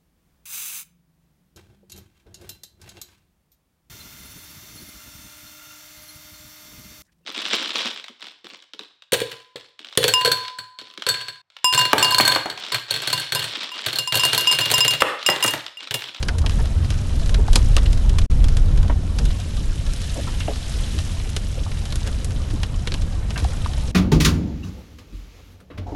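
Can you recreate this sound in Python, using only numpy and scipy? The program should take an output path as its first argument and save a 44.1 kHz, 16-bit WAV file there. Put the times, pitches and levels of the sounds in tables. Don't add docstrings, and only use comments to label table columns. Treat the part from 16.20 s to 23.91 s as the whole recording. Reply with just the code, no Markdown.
import sys
import numpy as np
from scipy import signal
from scipy.fft import rfft, irfft
from scipy.io import wavfile
from scipy.ndimage import uniform_filter1d

SR = 44100
rng = np.random.default_rng(int(sys.argv[2]) if len(sys.argv) > 2 else 0)


def generate_wav(sig):
    pcm = np.round(np.clip(np.atleast_2d(sig).T, -1, 1) * 32767).astype(np.int16)
    wavfile.write(sys.argv[1], SR, pcm)


N = 340216
TIME = np.arange(N) / SR


def amp(db):
    return 10 ** (np.asarray(db) / 20)


def unit(x):
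    return x / np.sqrt(np.mean(x ** 2) + 1e-20)


def decay(t, t60_s):
    return np.exp(-np.log(1000) * t / t60_s)


def read(points, hz):
    f, value = np.transpose(points)
    return np.interp(np.log(hz + 1), np.log(f + 1), value)


def curve(table):
    return np.interp(TIME, *np.transpose(table))


def add(mix, s, sound):
    part = mix[max(round(s * SR), 0):][:len(sound)]
    part += sound[:len(part)]


def bins(size):
    return np.fft.rfftfreq(size, 1 / SR)


def noise(spectrum):
    white = rfft(rng.standard_normal(N))
    return unit(irfft(white * amp(read(spectrum, bins(N))), N))


def colour(x, gain_db):
    both_sides_db = np.r_[gain_db, gain_db[-2:0:-1]]
    log_gain = np.log(amp(np.maximum(both_sides_db, -100)))
    taps = np.fft.ifft(np.exp(np.conj(signal.hilbert(log_gain)))).real
    return signal.fftconvolve(x, taps)[:len(x)]


def drop_sizes(per_s, spread_db):
    sizes = amp(spread_db * np.minimum(rng.exponential(1, N), 4))
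    return sizes * (rng.random(N) < per_s / SR)


# f/Hz, width/Hz, lift/dB
PANE_MODES = [(3960, 110, 3.3), (5260, 110, 3), (8680, 200, 3), (9090, 80, 3.5), (10650, 200, 2.5),
              (10930, 150, 2)]


def pane_db(hz):
    return sum(db / (1 + (2 * (hz - f) / width) ** 2) for f, width, db in PANE_MODES)


def spot_db(hz, spot_hz, lift_db, octaves):
    return lift_db / (1 + (np.log2((hz + 1) / spot_hz) / octaves) ** 2)


def strike(travel_s, rim_db, rim_t60_s, cabin_db, cabin_t60_s, size=4096):
    t, hz = np.arange(size) / SR, bins(size)
    wave = np.exp(-4j * np.pi * travel_s * np.sqrt(4000 * hz))
    wave = wave * amp(read([(700, -6), (3000, 0)], hz))
    late = np.maximum(t - travel_s, 0)
    rim, cabin = rng.standard_normal((2, size)) * (1 - np.exp(-late / 0.0016))
    rim = rim * amp(-60 * late / rim_t60_s)
    cabin = cabin * amp(-60 * late / cabin_t60_s)
    echoes = (amp(rim_db) * unit(rim) + amp(cabin_db) * unit(cabin)) / np.sqrt(size)
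    echo_tone_db = read([(1200, 2.3), (3500, 4.3), (9000, 1.1)], hz)
    return irfft(wave + rfft(echoes) * amp(echo_tone_db))


STONE_DB = -32.5
TRAVEL_S, TRAVEL_BY_ECHO = .0012, 0.415
LOW_RING_DB, LOW_RING_SLOPE = -9, 0.4
# f/Hz, gain/dB
GLASS_TONE = [(200, 22), (500, -22.5), (1000, 8.5), (1600, 11.5), (2100, 5), (2900, 5), (3900, 3.5),
              (5200, 6), (7000, 7.5), (9000, 2.5), (11000, 3), (12000, -7)]


def hailstone(force_db, crack_db, ring_hz, echo_db=-4):
    hz = bins(size=1024)
    travel_s = TRAVEL_S * amp(TRAVEL_BY_ECHO * echo_db)
    blow = strike(travel_s, rim_db=echo_db, rim_t60_s=.025, cabin_db=echo_db - 7, cabin_t60_s=.07)
    low_ring_db = LOW_RING_DB - LOW_RING_SLOPE * force_db
    hardness_db = read([(1300, low_ring_db), (2600, 0), (4200, 0), (7500, crack_db)], hz)
    ring_lift_db = spot_db(hz, ring_hz, lift_db=5.5, octaves=0.23)
    tone_db = read(GLASS_TONE, hz) + pane_db(hz) + hardness_db + ring_lift_db
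    return amp(STONE_DB + force_db) * colour(unit(blow), tone_db)


# t/s, force/dB, crack lift/dB (hardness), spot ring f/Hz, rim echoes/dB (low: near hit)
BIG_STONES = [(.027, -4.5, -10.5, 4370, -0.5), (0.0839, -4.5, -10, 4900, -1), (0.183, -12, -2.5, 3500, 1.5),
              (0.2621, -3, -13, 2920, -5.5), (0.2954, -9, -9.5, 2670, -6.5), (0.456, -15, -9, 3370, -4),
              (0.6435, -13.5, -26, 4890, 3), (0.704, -9, -5, 3070, -6), (0.723, -17, -16, 2800, -7.5),
              (1.0597, -17, -4, 4500, -4), (1.0927, -10.5, -9, 2800, -2.5),
              (1.1431, -3.4, -12.5, 2600, -2.5), (1.3313, -7, -2, 3740, -3.5), (1.347, -18, -6, 4500, 0),
              (1.3555, 6, -2.5, 4070, 4), (1.566, 3, -5.5, 2760, -9.5), (1.5798, -7.5, -15, 3290, 3),
              (1.632, -24, 2, 3600, -4), (1.6593, -9.5, -24, 3140, -1), (1.729, -13.5, -3, 3440, -2.5),
              (1.894, -13.5, -4.5, 3130, -2), (1.9846, -4, -7, 3240, 1), (2.242, -11, -6, 3400, -6),
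              (2.284, -13.5, -4, 4310, -2.5), (2.3689, -11, -2.5, 3320, -4), (2.5747, -16, -6, 3170, -2.5),
              (2.6292, -18, -5, 3500, -6), (2.986, -8, -6, 4700, 0), (3.0567, -16, -2, 3400, -6),
              (3.1053, -15.5, -21, 3280, -4.5), (3.735, -19, 4, 5050, -7), (3.8167, -18, 0, 4400, -3),
              (3.8412, -20.5, -5, 4100, -3), (3.9426, -24, 7, 3690, -3), (4.203, -16, -4, 2770, 0.5),
              (4.358, -17, -6, 3800, 0), (4.7879, -9, -9, 3040, -6), (4.998, -16.5, -21, 3170, -2.5),
              (5.1638, -4.5, -4.5, 3400, -1), (5.2606, -29, -14, 3000, -9), (5.5159, -14, -14, 2560, -2),
              (5.654, -16, -4, 4640, -2), (5.7236, -10, -9, 3850, -4.5), (5.7566, -13.5, 3, 3490, -5.5),
              (5.8741, -11.5, -5.5, 2970, -4.5), (6.045, -18, 8, 3880, -4), (6.3031, -19, -11, 3000, -3),
              (6.4322, -4.5, -12, 2960, -4.5), (6.6722, -4, -13, 3180, -1), (6.7196, -6.5, -19, 4760, -7),
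              (6.7404, -5.5, -10.5, 2980, -6.5), (7.105, -11, -11, 2660, -4), (7.176, -9, -5.5, 2530, 1),
              (7.1994, -17, -7, 2600, -2.5), (7.243, -14.5, -6, 3460, -5.5), (7.445, -17, -17, 3700, -1.5),
              (7.5347, -14.5, -13, 3700, -6.5)]


def hail():
    out = np.zeros(N)
    for s, force_db, *stone in BIG_STONES:
        add(out, s, hailstone(force_db, *stone))
        add(out, s, knock(force_db - 40, centre_hz=600, spread_oct=1, t60_s=0.062))
    return out


def small_hail(force_db=-20, crack_db=-5.5, spread_db=3.5, lowest_hz=2600, highest_hz=4600, count=30):
    out = np.zeros(N)
    for k, (when, size, hard, spot) in enumerate(rng.random((count, 4))):
        force = force_db + spread_db * (2 * size - 1)
        crack = crack_db + spread_db * (2 * hard - 1)
        ring_hz = lowest_hz + spot * (highest_hz - lowest_hz)
        add(out, (k + when) / count * N / SR, hailstone(force, crack, ring_hz))
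    return out


# f/Hz, level/dB, t60/s
PANEL_MODES = [(207.5, -14, 0.055), (304, -0.5, 0.15), (380, 0.5, 0.057), (440, 3.5, 0.078),
               (517, -1, 0.065), (662, -8.5, 0.05), (750, 4.5, 0.014), (872, -1, 0.029), (997, -9, 0.051),
               (1207, 3.5, 0.024), (1380, -24, 0.035), (1630, 5, 0.024), (1836, -11, 0.066),
               (1916, -0.5, 0.043), (2440, -5, 0.028), (2940, 16, 0.019)]


def panels(push, centre_hz, spread_oct, edge_db=7, thud_db=-2, thud_t60_s=.012, count=5):
    t = np.arange(len(push) // 2) / SR
    hz, mode_db, mode_t60_s = np.transpose(PANEL_MODES * count)[:, :, None]
    pitch_hz = hz * rng.uniform(.87, 1.13, hz.shape)

    def off_centre_db(f):
        return -edge_db * (np.log2(f / centre_hz) / spread_oct) ** 2

    late = np.maximum(t - rng.uniform(0, 0.00206, hz.shape), 0)
    modes = np.sin(2 * np.pi * pitch_hz * late) * decay(late, mode_t60_s)
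    ring = (amp(mode_db + off_centre_db(pitch_hz)) * modes).sum(0)
    burst = rng.standard_normal(len(t)) * decay(t, thud_t60_s)
    thud = colour(burst, np.maximum(off_centre_db(bins(size=2048) + 1), -50))
    body = unit(ring) + amp(thud_db) * unit(thud)
    return unit(signal.fftconvolve(push, body)[:len(push)])


def knock(level_db, centre_hz, spread_oct, t60_s, rattle_db=5, size=8192):
    t = np.arange(size) / SR
    rattle = unit(rng.standard_normal(size) * decay(t, t60_s)) / np.sqrt(size)
    push = amp(rattle_db) * rattle + (t == 0)
    return amp(level_db) * panels(push, centre_hz, spread_oct)


# t/s, level/dB, centre f/Hz, spread/octaves, rattle t60/s
ROOF_KNOCKS = [(0.0848, -36, 1600, 0.53, .04), (.24, -43, 796, 0.85, .054), (1.282, -40, 950, 0.64, 0.032),
               (1.359, -36.5, 600, 1.14, .099), (1.569, -37.5, 910, 0.79, .094),
               (2.648, -48.5, 750, .24, 0.035), (2.698, -35.5, 845, 1, 0.068),
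               (2.987, -43, 600, 0.47, 0.14), (4.072, -41.5, 930, 0.71, 0.15),
               (4.204, -42, 2240, 0.65, 0.087), (4.277, -46.5, 1900, 0.63, 0.086),
               (4.2812, -33.5, 553, 0.58, 0.082), (4.305, -46, 796, 0.41, .088),
               (4.771, -53, 790, 0.5, 0.037), (5.462, -47.5, 880, 0.4, .07), (6.334, -36.5, 212, .23, .05),
               (6.744, -44.5, 614, 0.78, 0.08), (7.159, -43, 1970, 0.48, 0.045),
               (7.166, -41.5, 800, .9, 0.26), (7.223, -41.5, 300, 0.63, .05),
               (7.2433, -39.5, 690, 0.53, .035), (7.4603, -40, 1180, 0.53, 0.026)]


def knocks():
    out = np.zeros(N)
    for s, *blow in ROOF_KNOCKS:
        add(out, s, knock(*blow))
    return out


# t/s, level/dB, centre f/Hz, spread/octaves, length/s
WIPER_TURNS = [(.38, -41.5, 800, 1, 0.042), (1.171, -38, 490, 0.61, 0.047),
               (3.951, -36.5, 440, 0.83, 0.057), (4.718, -40, 225, 0.64, 0.062),
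               (5.348, -43.5, 477, 0.8, 0.069), (5.842, -43.5, 810, 1.1, 0.067)]


def wipers(size=8192):
    t, out = np.arange(size) / SR, np.zeros(N)
    for s, level_db, centre_hz, spread_oct, length_s in WIPER_TURNS:
        swell = np.sin(np.pi * np.minimum(t / length_s, 1))
        drag = swell * rng.standard_normal(size)
        add(out, s, amp(level_db) * panels(drag, centre_hz, spread_oct))
    return out


def speckled(x, depth_db, size=128):
    z = signal.stft(x, nperseg=size)[2]
    grain = uniform_filter1d(rng.standard_normal(z.shape), size=4, axis=0)
    clusters = unit(uniform_filter1d(grain, size=4, axis=1))
    return unit(signal.istft(z * amp(depth_db * clusters), nperseg=size)[1][:N])


# t/s, level/dB
RAIN_LEVEL = [(0, -49.5), (.25, -50), (.33, -42), (.53, -47.5), (.69, -44), (1.1, -41.5), (1.24, -46.5),
              (1.36, -38.5), (2, -43.5), (2.67, -42), (2.8, -44.5), (3.1, -39), (3.55, -42), (3.85, -39),
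              (4.13, -41), (4.45, -42.5), (4.56, -41), (4.79, -41.5), (5.2, -45), (5.4, -45), (5.9, -43.5),
              (6.35, -44), (6.55, -46), (6.75, -44.5), (7.07, -49), (7.2, -42.5), (7.47, -45.5),
              (7.71, -44.5)]
# f/Hz, level/dB
PATTER_TONE = [(900, -11), (1800, 0.5), (2200, -1), (2800, 3), (3600, 2.5), (4600, -0.9), (6000, -1),
               (8000, -4.5), (10800, -8), (12000, -12.5)]


def rain(per_s=800, spread_db=4.5, drops_db=-4.0, wash_db=-1.58, sheets_db=2.07, count=24):
    sizes = drop_sizes(per_s, spread_db)
    spot, drops, hz = rng.integers(0, count, N), np.zeros(N), bins(size=1024)
    for k, ring_hz in enumerate(np.geomspace(1400, 11500, count)):
        travel_s = rng.uniform(.0003, .0012)
        tick = strike(travel_s, rim_db=-6, rim_t60_s=.018, cabin_db=-13, cabin_t60_s=.06)
        ring_lift_db = spot_db(hz, ring_hz, lift_db=24.0, octaves=0.76)
        tick = colour(tick, read(PATTER_TONE, hz) + pane_db(hz) + ring_lift_db)
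        drops += signal.oaconvolve(sizes * (spot == k), tick)[:N]
    wash = unit(colour(speckled(noise(PATTER_TONE), depth_db=2.0), pane_db(hz)))
    sheets = amp(sheets_db * noise([(0, 60), (12, -51), (30, -26), (100, -80)]))
    patter = amp(drops_db) * unit(drops) + amp(wash_db) * wash
    return amp(curve(RAIN_LEVEL)) * sheets * patter


def steadied(x, seconds):
    power = np.abs(uniform_filter1d(x ** 2, int(seconds * SR)))
    return x / np.sqrt(power + 1e-6)


# crest t/s, added shaking/dB, added boom/dB
BUMP_LIFTS = [(.19, -4, 6), (.39, 6.5, 2), (.62, -7, 6.5), (1.97, 0.5, 2.5), (2.24, 3.5, -0.5),
              (3.2, -7.5, 0), (2.69, -3, 2), (3.05, 13, 2), (3.46, 7, -5), (3.68, 7, -2), (3.95, -3, 4.5),
              (4.57, 5.5, 1.5), (4.79, -5, 4.5), (6.83, 6.5, 2), (7.24, -10, 7.5)]
BUMP_S = 0.053


def bumps():
    s, shake_lift_db, boom_lift_db = np.transpose(BUMP_LIFTS)
    crests = np.exp(-((TIME - s[:, None]) / BUMP_S) ** 2)
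    return shake_lift_db @ crests, boom_lift_db @ crests


# t/s, level/dB
ROUGHNESS = [(0, -1), (.2, 5), (.92, 4.5), (1.08, 7), (1.45, 8), (1.85, 7), (2.25, 7.5), (2.72, 7.5),
             (2.86, 2), (3.45, 1.5), (3.85, -3.5), (4.28, -0.5), (4.42, -7.5), (4.58, -1.5), (5.2, -2.1),
             (6.3, 1), (6.9, -1), (7.71, 1)]
# f/Hz, level/dB per Hz
SHAKE_TONE = [(8, -8), (20, -0.5), (36, 4.5), (52, -2.5), (70, -9), (130, -80), (600, -110)]
SPRINGS_DB, SHAKE_BY_GROUND, SHAKE_PAST_SPRINGS = 4.5, 0.54, 2.58


def shake(level_db, ground_db, bump_db):
    past_db = np.maximum(ground_db - SPRINGS_DB, 0)
    heave_db = SHAKE_BY_GROUND * ground_db + SHAKE_PAST_SPRINGS * past_db + bump_db
    return amp(level_db + heave_db) * steadied(noise(SHAKE_TONE), 0.21)


# f/Hz, level/dB per Hz
BOOM_TONE = [(30, -64), (56, 4.5), (70, 0), (85, 3.5), (105, -4.5), (135, -10.5), (220, -42), (1200, -100)]


def boom(level_db, ground_db, surge_db, by_ground=0.78):
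    return amp(level_db + by_ground * ground_db + surge_db) * steadied(noise(BOOM_TONE), 0.2)


# f/Hz, level/dB per Hz
TYRE_TONE = [(70, -20), (135, 2), (180, -4), (225, -5.5), (280, -11), (350, -16), (500, -21.5),
             (1000, -36.5), (4000, -93)]


def tyres(level_db, ground_db, lift_db, by_ground=0.68, by_bump=0.38):
    follow_db = by_ground * ground_db + by_bump * lift_db
    return amp(level_db + follow_db) * steadied(noise(TYRE_TONE), 0.24)


# t/s, level/dB
SPLASH_LEVEL = [(0, 3.5), (.35, 1.5), (.9, 2), (1.4, 3.5), (2, 2.5), (2.6, 2.5), (2.85, 0), (3.6, -1),
                (4.45, 0), (5.3, -2), (5.9, 1), (6.6, 0), (7, 0.5), (7.35, 2.5), (7.71, 0.5)]
# f/Hz, level/dB per Hz
SPRAY_TONE = [(150, -1), (350, -3.5), (520, 5.5), (800, -1), (1400, -3.5), (2100, -12), (4000, -22),
              (12000, -43)]


def spray(level_db):
    return amp(level_db + curve(SPLASH_LEVEL)) * noise(SPRAY_TONE)


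def road():
    ground_db = curve(ROUGHNESS)
    bump_db, surge_db = bumps()
    rumble = shake(-25.0, ground_db, bump_db) + boom(-26.0, ground_db, surge_db)
    return rumble + tyres(-35.0, ground_db, bump_db + surge_db) + spray(-46.5)


def roof(per_s=170, spread_db=3, level_db=-50.0, ring_t60_s=0.078, size=2048, count=40):
    t, out = np.arange(size) / SR, np.zeros(N)
    sizes = drop_sizes(per_s, spread_db)
    spot = rng.integers(0, count, N)
    for k, hz in enumerate(np.linspace(350, 2400, count)):
        ring = amp(read(SPRAY_TONE, hz)) * np.sin(2 * np.pi * hz * t) * decay(t, ring_t60_s)
        out += signal.oaconvolve(sizes * (spot == k), ring)[:N]
    return amp(level_db + curve(SPLASH_LEVEL)) * unit(out)


def scene():
    stones = hail() + small_hail() + knocks()
    return (stones + wipers() + rain() + road() + roof())[None]


# start t/s, end t/s
DROPOUT = (2.062, 2.1)
EDGE_HZ = 12000


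def record(dry):
    live = 1. * ((TIME < DROPOUT[0]) | (TIME > DROPOUT[1]))
    live = uniform_filter1d(uniform_filter1d(live, size=100), size=100)
    rounded = dry / (1 + (dry / .88) ** 8) ** (1 / 8)
    lowpass = signal.firwin(301, EDGE_HZ, window=("kaiser", 8), fs=SR)
    return signal.oaconvolve(rounded * np.maximum(live, amp(-50)), lowpass[None], "same")


dry = scene()
out = record(dry)
generate_wav(out)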